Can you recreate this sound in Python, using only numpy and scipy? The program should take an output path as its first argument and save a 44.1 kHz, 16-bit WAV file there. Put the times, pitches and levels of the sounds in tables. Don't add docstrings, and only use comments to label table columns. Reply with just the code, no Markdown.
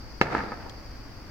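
import sys
import numpy as np
from scipy import signal
from scipy.fft import rfft, irfft
from scipy.io import wavfile

SR = 44100
rng = np.random.default_rng(int(sys.argv[2]) if len(sys.argv) > 2 else 0)


def digitize_waveform(pressure):
    field = np.atleast_2d(pressure).T
    bounded = np.clip(field, -1, 1)
    quanta = np.round(bounded * 32767).astype(np.int16)
    wavfile.write(sys.argv[1], SR, quanta)


N = 57330
TIME_S = np.arange(N) / SR
BLOW_S = .2135

# frequency in Hz, relative spectral density in dB.
AIR_SPECTRUM = [(20, -2), (34, -3), (50, 3), (80, -7), (112, -3), (160, -15), (280, -10), (400, -18),
                (500, -19.5), (900, -20.5), (1700, -23.5), (2400, -28), (3200, -34.5), (6000, -41),
                (9000, -48.5), (15000, -44)]
INSECT_SPECTRUM = [(3500, -30), (4200, -15), (4500, -2), (4780, -3), (4833, 5), (4890, -3), (5200, -9),
                   (5650, -9), (6400, -21), (8500, -40)]
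GRIT_SPECTRUM = [(100, -5), (300, -1), (800, -3), (2100, -2), (2700, -4), (3300, -16), (4700, -7),
                 (7000, -23), (10000, -42), (16000, -35)]
RUBBLE_SPECTRUM = [(50, -8), (130, 2), (300, 1), (620, -1), (800, 1), (1080, -8), (1400, -5), (2200, -9),
                   (3200, -26), (4600, -23), (7500, -39), (12000, -52)]
WALL_SPECTRUM = [(50, -4), (115, 4), (160, -2), (210, 4), (480, 0), (620, -4), (790, 3.5), (960, 0),
                 (1070, -7), (1250, 0), (1900, -6), (2500, -13), (3100, -23), (4600, -21), (7500, -38),
                 (12000, -50)]
TREE_SPECTRUM = [(80, -12), (250, -5), (480, 0), (800, 1), (1100, -4), (1900, -8), (3100, -20), (7000, -50)]
CHIP_SPECTRUM = [(1000, -20), (2300, -10), (3100, -1), (4200, -1), (5200, -5), (7500, -10), (10000, -30),
                 (16000, -38)]
# frequency in Hz, left-right correlation.
COHERENCE = [(25, .6), (70, .96), (200, .96), (450, .66), (900, .5), (1600, .42), (3000, .05), (15000, 0)]
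# frequency in Hz, level in dB, T60 in seconds.
BLOCK_MODES = [(250, -24, .03), (520, -14.5, .008), (910, -4.5, .008), (1290, -8, .012), (1690, -5, .009),
               (2150, -12, .009), (2630, -26, .07), (4400, -18.5, .04), (4950, -17, .05)]
# arrival in seconds, rise in seconds, level in dB, T60 in seconds.
RUBBLE_SCATTER = (.217, .004, -27.3, .40)
WALL_SCATTER = (.289, .07, -28.2, .72)
TREE_SCATTER = (.5, .13, -45.6, 1.5)
# delay in seconds, level in dB, low-pass in Hz, left lead in seconds,
# smear in dB relative to the echo.
WALL_ECHOES = [(.055, -21, 2200, 0, -3), (.1363, -5.3, 1520, .00004, -15), (.167, -20, 2600, 0, 0),
               (.19, -18, 1900, 0, -2), (.268, -23, 1400, 0, 3), (.3057, -17, 1450, .00006, -5),
               (.3097, -20.5, 1450, .00002, -5), (.3176, -22, 1400, .00002, -3), (.447, -27, 1150, 0, 5)]
# start in seconds, level in dB.
CHIP_TICKS = [(.38, -39), (.696, -38), (.6992, -43), (.971, -52)]


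def from_db(db):
    return 10 ** (np.asarray(db) / 20)


def unit_rms(x):
    return x / np.sqrt(np.mean(x ** 2) + 1e-20)


def at_hz(table, hz):
    knots_hz, values = np.transpose(table)
    return np.interp(np.log(np.maximum(hz, 1)), np.log(knots_hz), values)


def filtered(x, hz, kind, order=2):
    return signal.sosfilt(signal.butter(order, hz, kind, fs=SR, output="sos"), x + 1e-18)


def delayed(x, delay_s):
    return np.interp(TIME_S - delay_s, TIME_S, x, left=0, right=0)


def decay(start_s, t60_s):
    return (TIME_S >= start_s) * from_db(-60 * np.maximum(TIME_S - start_s, 0) / t60_s)


def coloured(pair, spectrum):
    hz = np.fft.rfftfreq(N, 1 / SR)
    mid, side = rfft(pair)
    coherence = at_hz(COHERENCE, hz)
    stereo = np.sqrt(1 + coherence) * mid + np.sqrt(1 - coherence) * side * [[1], [-1]]
    return unit_rms(irfft(from_db(at_hz(spectrum, hz)) * stereo, N))


def noise(spectrum):
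    return coloured(rng.standard_normal((2, N)), spectrum)


def flutter(rate_hz):
    return unit_rms(filtered(rng.standard_normal(N), rate_hz, "low"))


def outdoor_air(level_db=-42.4):
    return from_db(level_db) * noise(AIR_SPECTRUM)


def insects(level_db=-54, fade_db_per_s=1.5, flutter_db=1.3):
    trend_db = level_db - fade_db_per_s * (TIME_S - TIME_S.mean())
    return from_db(trend_db + flutter_db * flutter(rate_hz=140)) * noise(INSECT_SPECTRUM)


def surface_crush(grit_db=-23.5, spurt_db=3, lead_s=.0013, rise_s=.001, snap_db=-41, snap_s=.0006):
    start_s = BLOW_S - lead_s
    burst = np.clip((TIME_S - start_s) / rise_s, 0, 1) * decay(start_s, t60_s=.095)
    snap = filtered(rng.standard_normal((2, N)), 11000, "high")
    snap *= np.exp(-((TIME_S - BLOW_S) / snap_s) ** 2)
    grit = from_db(grit_db + spurt_db * flutter(rate_hz=400)) * burst * noise(GRIT_SPECTRUM)
    return grit + from_db(snap_db) * snap


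def block_strike(thud_db=-11.3, lag_s=.0009, width_s=.00061, contact_hz=2900, bounce_db=-8):
    pulse_time = (TIME_S - BLOW_S - lag_s) / width_s
    thud = from_db(thud_db) * pulse_time * np.exp((1 - pulse_time ** 2) / 2)
    ring = sum(from_db(db) * decay(BLOW_S, t60_s) * -np.cos(2 * np.pi * hz * (TIME_S - BLOW_S))
               for hz, db, t60_s in BLOCK_MODES)
    ring = filtered(ring, contact_hz, "low", order=4)
    return thud + ring + from_db(bounce_db) * delayed(ring, delay_s=.0023)


def scatter(shape, spectrum, rough_db):
    facets_per_s, facet_spread_db, facet_share = 550, 3, .45
    treble_loss_db_per_s = 10
    start_s, rise_s, level_db, t60_s = shape
    swell = np.sqrt(np.clip((TIME_S - start_s) / rise_s, 0, 1))
    age_s = np.maximum(TIME_S - start_s - rise_s, 0)
    sizes = from_db(facet_spread_db * rng.uniform(-1, 1, (2, N))) * rng.choice([-1, 1], (2, N))
    facets = coloured(sizes * (rng.random((2, N)) < facets_per_s / SR), spectrum)
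    wash = np.sqrt(1 - facet_share) * noise(spectrum) + np.sqrt(facet_share) * facets
    bass = filtered(wash, 1500, "low", order=1)
    wash = bass + (wash - bass) * from_db(-treble_loss_db_per_s * age_s)
    wash *= from_db(level_db + rough_db * flutter(rate_hz=60))
    return wash * swell * from_db(-60 * age_s / t60_s)


def wall_echoes(blow, low_cut_hz=520, clink_db=-5):
    echoes = np.zeros((2, N))
    thin = filtered(blow, low_cut_hz, "high", order=1)
    clink = from_db(clink_db) * filtered(blow, 4200, "high", order=6)
    for delay_s, level_db, dull_hz, left_lead_s, smear_db in WALL_ECHOES:
        dull = filtered(thin, dull_hz, "low", order=4)
        echo = from_db(level_db) * delayed(dull + clink, delay_s)
        face = rng.standard_normal((2, N)) * decay(0, t60_s=.14)
        smear = signal.fftconvolve(echo[None], unit_rms(face) / np.sqrt(N), axes=1)[:, :N]
        echoes += np.array([echo, delayed(echo, left_lead_s)]) + from_db(smear_db) * smear
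    return echoes


def chip_ticks(t60_s=.012):
    return noise(CHIP_SPECTRUM) * sum(from_db(db) * decay(start_s, t60_s) for start_s, db in CHIP_TICKS)


def scene(left_bias_db=1.5, right_lead_s=.00014):
    pan = from_db([[left_bias_db / 2], [-left_bias_db / 2]])
    blow = block_strike()
    direct = surface_crush() + np.array([delayed(blow, right_lead_s), blow])
    tail = scatter(RUBBLE_SCATTER, RUBBLE_SPECTRUM, rough_db=1.5)
    tail += scatter(WALL_SCATTER, WALL_SPECTRUM, rough_db=1.1)
    tail += scatter(TREE_SCATTER, TREE_SPECTRUM, rough_db=1.5)
    return direct + tail + wall_echoes(blow) + chip_ticks() + pan * (outdoor_air() + insects())


def record(dry, ceiling=.95, cutoff_hz=17100):
    rounded = ceiling * np.tanh(dry / ceiling)
    return signal.sosfilt(signal.cheby2(12, 70, cutoff_hz, fs=SR, output="sos"), rounded)


dry = scene()
out = record(dry)
digitize_waveform(out)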